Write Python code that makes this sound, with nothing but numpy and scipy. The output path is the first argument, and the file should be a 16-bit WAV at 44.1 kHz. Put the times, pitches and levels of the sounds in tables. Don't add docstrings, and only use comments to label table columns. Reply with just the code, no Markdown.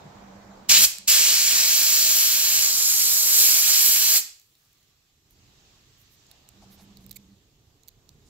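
import sys
import numpy as np
from scipy import signal
from scipy.fft import rfft, irfft
from scipy.io import wavfile
from scipy.ndimage import uniform_filter1d

SR = 44100
rng = np.random.default_rng(int(sys.argv[2]) if len(sys.argv) > 2 else 0)


def generate_wav(sig):
    pcm = np.round(np.clip(np.atleast_2d(sig).T, -1, 1) * 32767).astype(np.int16)
    wavfile.write(sys.argv[1], SR, pcm)


def volts(x):
    e = np.asarray(x, float) / 20
    return 10 ** e


N = 365994

SIZE, HOP = 512, 128
FRAME_HZ = np.fft.rfftfreq(SIZE, 1 / SR)[:, None]
FRAME_S = np.arange(N // HOP + 5) * HOP / SR
SIDES = np.array([.5, -.5])[:, None, None]


def evened(x):
    return x / np.sqrt(np.mean(abs(x) ** 2) + 1e-20)


def read(points, hz):
    f, value = np.transpose(points)
    return np.interp(np.log(hz + 1), np.log(f + 1), value)


def columns(rows, t):
    s, *rest = np.transpose(rows)
    return [np.interp(t, s, column) for column in rest]


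def coloured(x, points):
    return irfft(rfft(x) * volts(read(points, np.fft.rfftfreq(N, 1 / SR))), N)


def add(mix, s, sound, pan_db):
    part = mix[:, round(s * SR):][:, :len(sound)]
    part += sound[:part.shape[1]] * volts(SIDES[:, 0] * pan_db)


def drift(count, size):
    noise = uniform_filter1d(rng.standard_normal(count), size=size)
    return evened(uniform_filter1d(noise, size=size))


def resonate(x, hz, width):
    turn = np.exp(2j * np.pi * np.cumsum(hz * np.ones(len(x))) / SR)
    r = np.exp(-np.pi * width / SR)
    return 2 * (turn * signal.lfilter([1 - r], [1, -r], x / turn + 1e-18)).real


def rub(length, level_db, hz, width):
    noise = rng.standard_normal(SR // 4)[:round(length * SR)]
    tone = resonate(resonate(noise, hz, width), hz, width)
    return volts(level_db) * evened(tone) * np.hanning(len(noise))


def noise_pair(level_db, same, patchy_db, lag_ms=0):
    a, b, c, d, patches = rng.standard_normal((len(FRAME_S), len(FRAME_HZ), 5)).T
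    patches = uniform_filter1d(patches, size=8, axis=0)
    patches = evened(uniform_filter1d(patches, size=14, axis=1))
    same = np.clip(same, 0, 1)
    right = a + 1j * b
    delayed = right * np.exp(-2j * np.pi * FRAME_HZ * lag_ms / 1000)
    left = same * delayed + np.sqrt(1 - same ** 2) * (c + 1j * d)
    z = np.array([left, right]) * volts(level_db + patchy_db * patches)
    return signal.istft(z, nperseg=SIZE, noverlap=SIZE - HOP)[1][:, :N]


# time in seconds,
# street level in dB, air in the hose in dB, grip on the phone in dB.
BACKGROUND = [(0, -48.5, -60.5, -58), (.66, -51, -63, -60), (.76, -65, -65, -69.5), (1.05, -63, -78, -68.5),
              (1.2, -74.5, -78, -79.5), (4.45, -81.5, -70.5, -76.5), (4.75, -79, -67.5, -72),
              (5.22, -81, -71.5, -71.5), (5.4, -71.5, -64.5, -62.5), (5.65, -68.5, -62, -64),
              (6.1, -76, -63.5, -66.5), (6.33, -66, -62, -64.5), (6.45, -68.5, -64, -63),
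              (6.7, -63.5, -62, -59), (7.1, -69, -65, -59.5), (7.5, -76, -70, -65), (7.95, -71.5, -71, -65),
              (8.2, -70.5, -69.5, -59)]
# frequency in Hz, level in dB per Hz.
RUMBLE_COLOUR = [(12, -34), (20, 3), (134, 1), (166, -6), (190, -8), (437, -12), (500, -17), (750, -40),
                 (1100, -120)]
TRAFFIC_COLOUR = [(140, -34.5), (230, -2), (402, -10), (431, -4.5), (548, -3), (747, 0), (2500, -18.5),
                  (3250, -51), (5500, -120)]
HISS_COLOUR = [(710, -29), (1200, -1), (1360, -8), (1540, -6), (1840, -3), (2290, -4), (2600, -1),
               (3900, 1), (5370, -2), (6950, -3), (7730, -6.5), (9150, -24.5), (10000, -23.5),
               (13000, -52.5), (22000, -120)]
RUSTLE_COLOUR = [(1760, -31.5), (3000, -10.5), (6210, -4), (7350, 0), (9210, -17), (11600, -5), (15100, -7),
                 (16200, -11)]


def background():
    traffic_db, hiss_db, rumble_db = columns(BACKGROUND, FRAME_S)
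    rustle_db = -77.5 + .3 * (hiss_db + 67)
    rumble = noise_pair(0 * FRAME_HZ + rumble_db - 2.5 * SIDES, .92, 1.0)
    power = volts(read(TRAFFIC_COLOUR, FRAME_HZ) + traffic_db - 7.5 - 3.0 * SIDES) ** 2
    power += volts(read(HISS_COLOUR, FRAME_HZ) + hiss_db - 15.0 - 2.5 * SIDES) ** 2
    power += volts(read(RUSTLE_COLOUR, FRAME_HZ) + rustle_db - 8.5 - 2.5 * SIDES) ** 2
    same = 0.57 / (1 + (FRAME_HZ / 600) ** 2)
    return coloured(rumble, RUMBLE_COLOUR) + noise_pair(10 * np.log10(power), same, 1.3)


# start in seconds, length in seconds, level in dB.
MOTOR = [
    (.03, 0.11, -54.5),
    (.14, .7, -53),
    (.97, 0.11, -60.5),
    (6.52, 0.28, -58.5),
    (6.8, 0.56, -55.5),
]


def motor():
    out = np.zeros((2, N))
    for s, length, level_db in MOTOR:
        t = np.arange(0, length, 1 / SR)
        waver = drift(count=SR, size=1000)[:len(t)]
        throb_db = 1.5 * drift(count=SR, size=1000)[:len(t)]
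        hz = 197.4 * (1 + .018 * waver)
        tone = 1.2 * np.sin(2 * np.pi * np.cumsum(hz) / SR)
        for ratio, share in (1, .5), (3 / 2, volts(-13.5)):
            noise = rng.standard_normal(SR)[:len(t)]
            fuzz = resonate(resonate(noise, ratio * hz, 45), ratio * hz, 45)
            tone += share * evened(fuzz)
        fade = np.clip(np.minimum(t, length - t) / .03, 0, 1)
        add(out, s, volts(level_db + throb_db) * tone * fade, -3.)
    return out


# start in seconds, length in seconds, level in dB, pitch in Hz.
BUMPS = [
    (.03, 0.066, -45.5, 130),
    (6.29, .074, -68, 690),
    (6.605, 0.053, -57.5, 740),
    (6.605, 0.048, -68, 1060),
    (6.77, 0.059, -62, 774),
]


def bumps():
    out = np.zeros((2, N))
    for s, length, level_db, hz in BUMPS:
        add(out, s, rub(length, level_db, hz, .3 * hz), 0.5)
    return out


# opening in seconds, rise in seconds, shutting in seconds, fall in seconds.
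TRIGGER = [
    (0.683, 0.013, 0.85, 0.025),
    (1.069, 0.012, 4.1725, 0.052),
]
# time in seconds, jet level in dB, roar in dB as it strikes the
# valve face, sizzle in dB as it turns to the microphone, shade of the hand in dB.
SHORT_PUFF = [
    (.71, -18, -5, -5.5, 1),
    (.77, -18.5, -2.5, -6, 1.5),
    (.8, -23, -5.5, 1.5, 1.5),
    (.85, -18, -8.5, -0.5, 2),
]
SWEEPS = [
    [(1.1, -21, -5, -1, 1), (1.36, -24, -6.5, -3.5, 0.96), (1.52, -25, -4.5, -2, -0.27),
     (1.62, -24, -6, -3, -0.48), (1.86, -24.5, -8.5, 0, -2), (2.1, -23.5, -8.5, -2.5, -2),
     (2.2, -24.5, -8, 1.5, -2), (2.4, -26.5, -6.5, 0, -2), (2.58, -25, -7, -0.5, -2)],
    [(2.74, -26, -13, -3, 0), (2.92, -26, -11.5, 1, 0.0055), (3.26, -25.5, -13, 1, 0),
     (3.42, -22.5, -9, 3, 0), (3.58, -24.5, -9, 0.5, 0.0036), (3.74, -23.5, -7.5, -0.5, 0),
     (3.86, -24.5, -8.5, 4.5, 0.0019), (4.02, -26, -6.5, 1, 0), (4.16, -23, -8.5, 1, 0)],
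]
# time in seconds, lag of the left port in ms, stretch of the near echoes.
LAG = [(.7, 0.06, 0.93), (1.2, 0.052, 0.95), (2.5, 0.068, 0.94), (2.9, 0.091, .98), (4.2, 0.07, 0.92)]
# frequency in Hz, coherence as a share.
JET_SAME = [(200, 0.59), (1000, 0.28), (2300, 0.63), (3600, 0.62), (4600, .92), (5400, 0.67), (6100, 0.77),
            (7500, 0.6), (9500, 0.15), (11500, 0.71), (16000, .65)]
# frequency in Hz, level in dB.
JET_LEFT = [(150, -29.5), (500, -26.5), (1200, -20), (1900, -15.5), (2300, -13), (3500, -9.5), (4500, -0.5),
            (6000, 0.5), (7500, 1.5), (8200, -8), (8900, -15), (10300, -9.5), (11800, -4.5), (15700, -6.5)]
JET_RIGHT = [(150, -22.5), (500, -20), (1200, -21.5), (1900, -17), (2300, -12.5), (3500, -9), (4500, 0),
             (6000, -0.5), (7500, 3), (8200, -1), (8900, -12), (10300, -11.5), (11800, -5.5), (15700, -9.5)]
# left delay in ms, left share, right delay in ms, right share.
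NEAR_ECHOES = [(0.75, 0.036, 0.74, 0.15), (0.95, 0.091, 1.33, 0.17), (2.84, .07, 2.5, .07),
               (4.73, 0.066, 4.62, .07), (1.85, 0.11, 1.9, 0.071)]


def jet():
    level_db, roar_db, sizzle_db, shade_db = columns(SHORT_PUFF + SWEEPS[0] + SWEEPS[1], FRAME_S)
    lag_ms, stretch = columns(LAG, FRAME_S)
    colour_db = np.array([read(JET_LEFT, FRAME_HZ), read(JET_RIGHT, FRAME_HZ)])
    comb = np.ones((2, len(FRAME_HZ), len(FRAME_S)), complex)
    for left_ms, left_share, right_ms, right_share in NEAR_ECHOES:
        for port, ms, share in (0, left_ms, left_share), (1, right_ms, right_share):
            comb[port] += share * np.exp(-2j * np.pi * FRAME_HZ * ms * stretch / 1000)

    deep = 1 / (1 + (FRAME_HZ / 1620) ** 8)
    low = 1 / (1 + (FRAME_HZ / 3800) ** 8)
    high = 1 / (1 + (8300 / (FRAME_HZ + 1)) ** 12)
    shade = np.exp(-((FRAME_HZ - 9460) / 1500) ** 2)
    moving_db = level_db + deep * (2 + .15 * (roar_db + 9.0))
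    moving_db += (low - deep) * (roar_db + 12.5)
    moving_db += high * (sizzle_db + 3.5) + shade * shade_db
    pan_db = SIDES * (-.5 - .42 * (FRAME_S - 1))
    total_db = colour_db + 20 * np.log10(abs(comb)) + moving_db + pan_db - 13
    hiss = noise_pair(total_db, read(JET_SAME, FRAME_HZ), 0.88, lag_ms)
    hiss = coloured(hiss, [(30, -25.5), (120, 1.5)])

    t = np.arange(N) / SR
    valve = np.zeros(N)
    for opens, rise, shuts, fall in TRIGGER:
        valve += np.clip((t - opens) / rise, 0, 1) ** 3 * np.clip(1 - (t - shuts) / fall, 0, 1) ** 2
    return hiss * valve * volts(0.62 * drift(count=N, size=90))


# time in seconds, peak in dB, left-right difference in dB.
PUFFS = [(0.702, -39.5, -14), (0.829, -38, -8.5), (0.867, -42, -6), (1.083, -39.5, -9), (1.258, -48, -0.5),
         (1.549, -49, -4.5), (2.449, -52, -8.5), (2.584, -49, -24), (3.349, -51, -7.5)]


def puffs():
    out = np.zeros((2, N))
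    u = np.arange(4000) / SR / .003
    for s, peak_db, pan_db in PUFFS:
        add(out, s, volts(peak_db + 7.5) * u * (2 - u) * np.exp(-u), pan_db)
    return out


# frequency in Hz, time to fall 60 dB in seconds.
GARAGE_T60 = [(300, 0.37), (2000, 0.46), (5000, 0.43), (9000, 0.33), (15000, 0.21)]


def garage(x):
    taps = np.zeros((2, SR))
    at = np.arange(200, SR - 20, 20) + rng.integers(0, 20, (2, (SR - 201) // 20))
    np.put_along_axis(taps, at, rng.choice([-1., 1.], at.shape), 1)
    hz, t, z = signal.stft(taps, SR, nperseg=256)
    decay = volts(-60 * t / read(GARAGE_T60, hz)[:, None])
    tail = signal.istft(z * decay, SR, nperseg=256)[1]
    return signal.fftconvolve(x, tail / np.linalg.norm(tail[0]), axes=1)[:, :N]


# time in seconds, peak in dB, ring in Hz, left-right in dB.
TICKS = [(0.9834, -21, 7720, -14), (4.3974, -39, 6900, 4), (4.4151, -40, 4510, -1.5),
         (4.5517, -47, 3880, -2), (4.7294, -49, 12500, 0), (5.3073, -43, 12550, -4),
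         (6.015, -46, 13000, -12), (6.313, -35, 3690, -17), (6.4884, -32, 6820, -17),
         (6.9706, -35.5, 4200, -14), (7.0074, -50, 3870, -2.5), (7.0419, -44.5, 3900, -9),
         (7.0636, -34, 13700, -16), (7.0933, -39, 4800, -13.5), (7.1096, -28.5, 3880, -13),
         (7.113, -26, 13600, -18), (7.1169, -35, 4170, -9), (7.127, -34.5, 3800, -5.0),
         (7.1452, -44, 14300, -9), (7.161, -37.5, 4316, -8), (7.1676, -30, 14040, -9.0),
         (7.8764, -43, 4110, -13.5), (7.8825, -33, 13470, -21), (7.888, -35.5, 4030, -12)]
TAPS = [(4.8294, -50, 5850, 0.5), (6.2657, -46, 6850, -7), (7.8331, -46, 6630, -10),
        (7.8345, -50, 3900, -10), (8.0904, -39, 6240, -17), (8.091, -43, 3600, -14),
        (4.7294, -50, 3500, -1.5)]
# frequency in Hz, level in dB.
TICK_COLOUR = [(1000, -31.5), (2200, -11.5), (3300, -13.5), (4000, 0), (5500, -10), (7300, -3.5),
               (9000, -8), (13000, -2), (16000, -3)]


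def ticks():
    out = np.zeros((2, N))
    t = np.arange(600) / SR
    for rows, ring in (TICKS, .38), (TAPS, .84):
        for s, peak_db, hz, pan_db in rows:
            crack = rng.standard_normal(len(t)) * np.exp(-t / .0014)
            tick = (1 - ring) * evened(crack) + ring * evened(resonate(crack, hz, 700))
            add(out, s + 0.00077, volts(peak_db + 1.5) * tick / abs(tick).max(), pan_db)
    return coloured(out, TICK_COLOUR)


def grit():
    out = np.zeros((2, N))
    t = np.arange(300) / SR
    for when, size, side in rng.random((500, 3)):
        grain = rng.standard_normal(len(t)) * np.exp(-t / .0022)
        level_db = -67.5 - 5 * when ** 3 + 5 * size ** 3
        add(out, 4.3 + .6 * when ** 1.5, volts(level_db) * grain, 3 + 8 * (side - .5))
    return coloured(out, [(4000, -32.0), (7500, 0), (9500, -4.0), (13000, 1)])


# start in seconds, length in seconds, level in dB,
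# centre in Hz, left-right difference in dB.
BRUSHES = [(5.288, 0.067, -69, 12500, 0), (5.957, 0.11, -70, 13500, -18), (6.085, 0.1, -68, 13000, -16),
           (6.6, 0.066, -65, 5500, 10), (6.688, 0.09, -63, 12700, -17), (6.7, .06, -64, 4500, -5),
           (6.78, 0.088, -67, 12000, -12), (6.76, 0.081, -60, 4000, -6), (6.988, 0.07, -71, 12000, -8),
           (8.238, 0.075, -68.5, 6200, -12)]


def brushes():
    out = np.zeros((2, N))
    for s, length, level_db, hz, pan_db in BRUSHES:
        add(out, s, rub(length, level_db, hz, 4900), pan_db)
    return out


# frequency in Hz, width in Hz, level in dB.
SCRAPE = [(2260, 460, -56.5), (4160, 910, -55), (7450, 1500, -52), (13000, 4000, -47.5)]


def scrape():
    out = np.zeros((2, N))
    for hz, width, level_db in SCRAPE:
        add(out, 7.154, rub(.022, level_db, hz, width), -16)
    return out


# frequency in Hz, level in dB.
GARAGE_COLOUR = [(800, -0.5), (2500, -1), (4700, -3.5), (7500, -1), (13000, 3)]


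def scene():
    air = jet()
    hands = bumps() + ticks() + grit() + brushes() + scrape()
    to_walls = volts(-9.5) * coloured(air, GARAGE_COLOUR) + volts(-27) * hands
    return background() + motor() + air + hands + puffs() + garage(to_walls)


def top_cut(x):
    return signal.sosfilt(signal.butter(12, 16820, fs=SR, output="sos"), x)


def record(dry):
    limited = dry / (1 + abs(dry / .95) ** 6) ** (1 / 6)
    hz = np.fft.rfftfreq(N, 1 / SR)
    top = np.clip((15790 - hz) / 90, volts(-50.5), 1)
    bass = hz / np.hypot(hz, 25)
    return top_cut(irfft(rfft(limited) * top * bass, N))


dry = scene()
out = record(dry)
generate_wav(out)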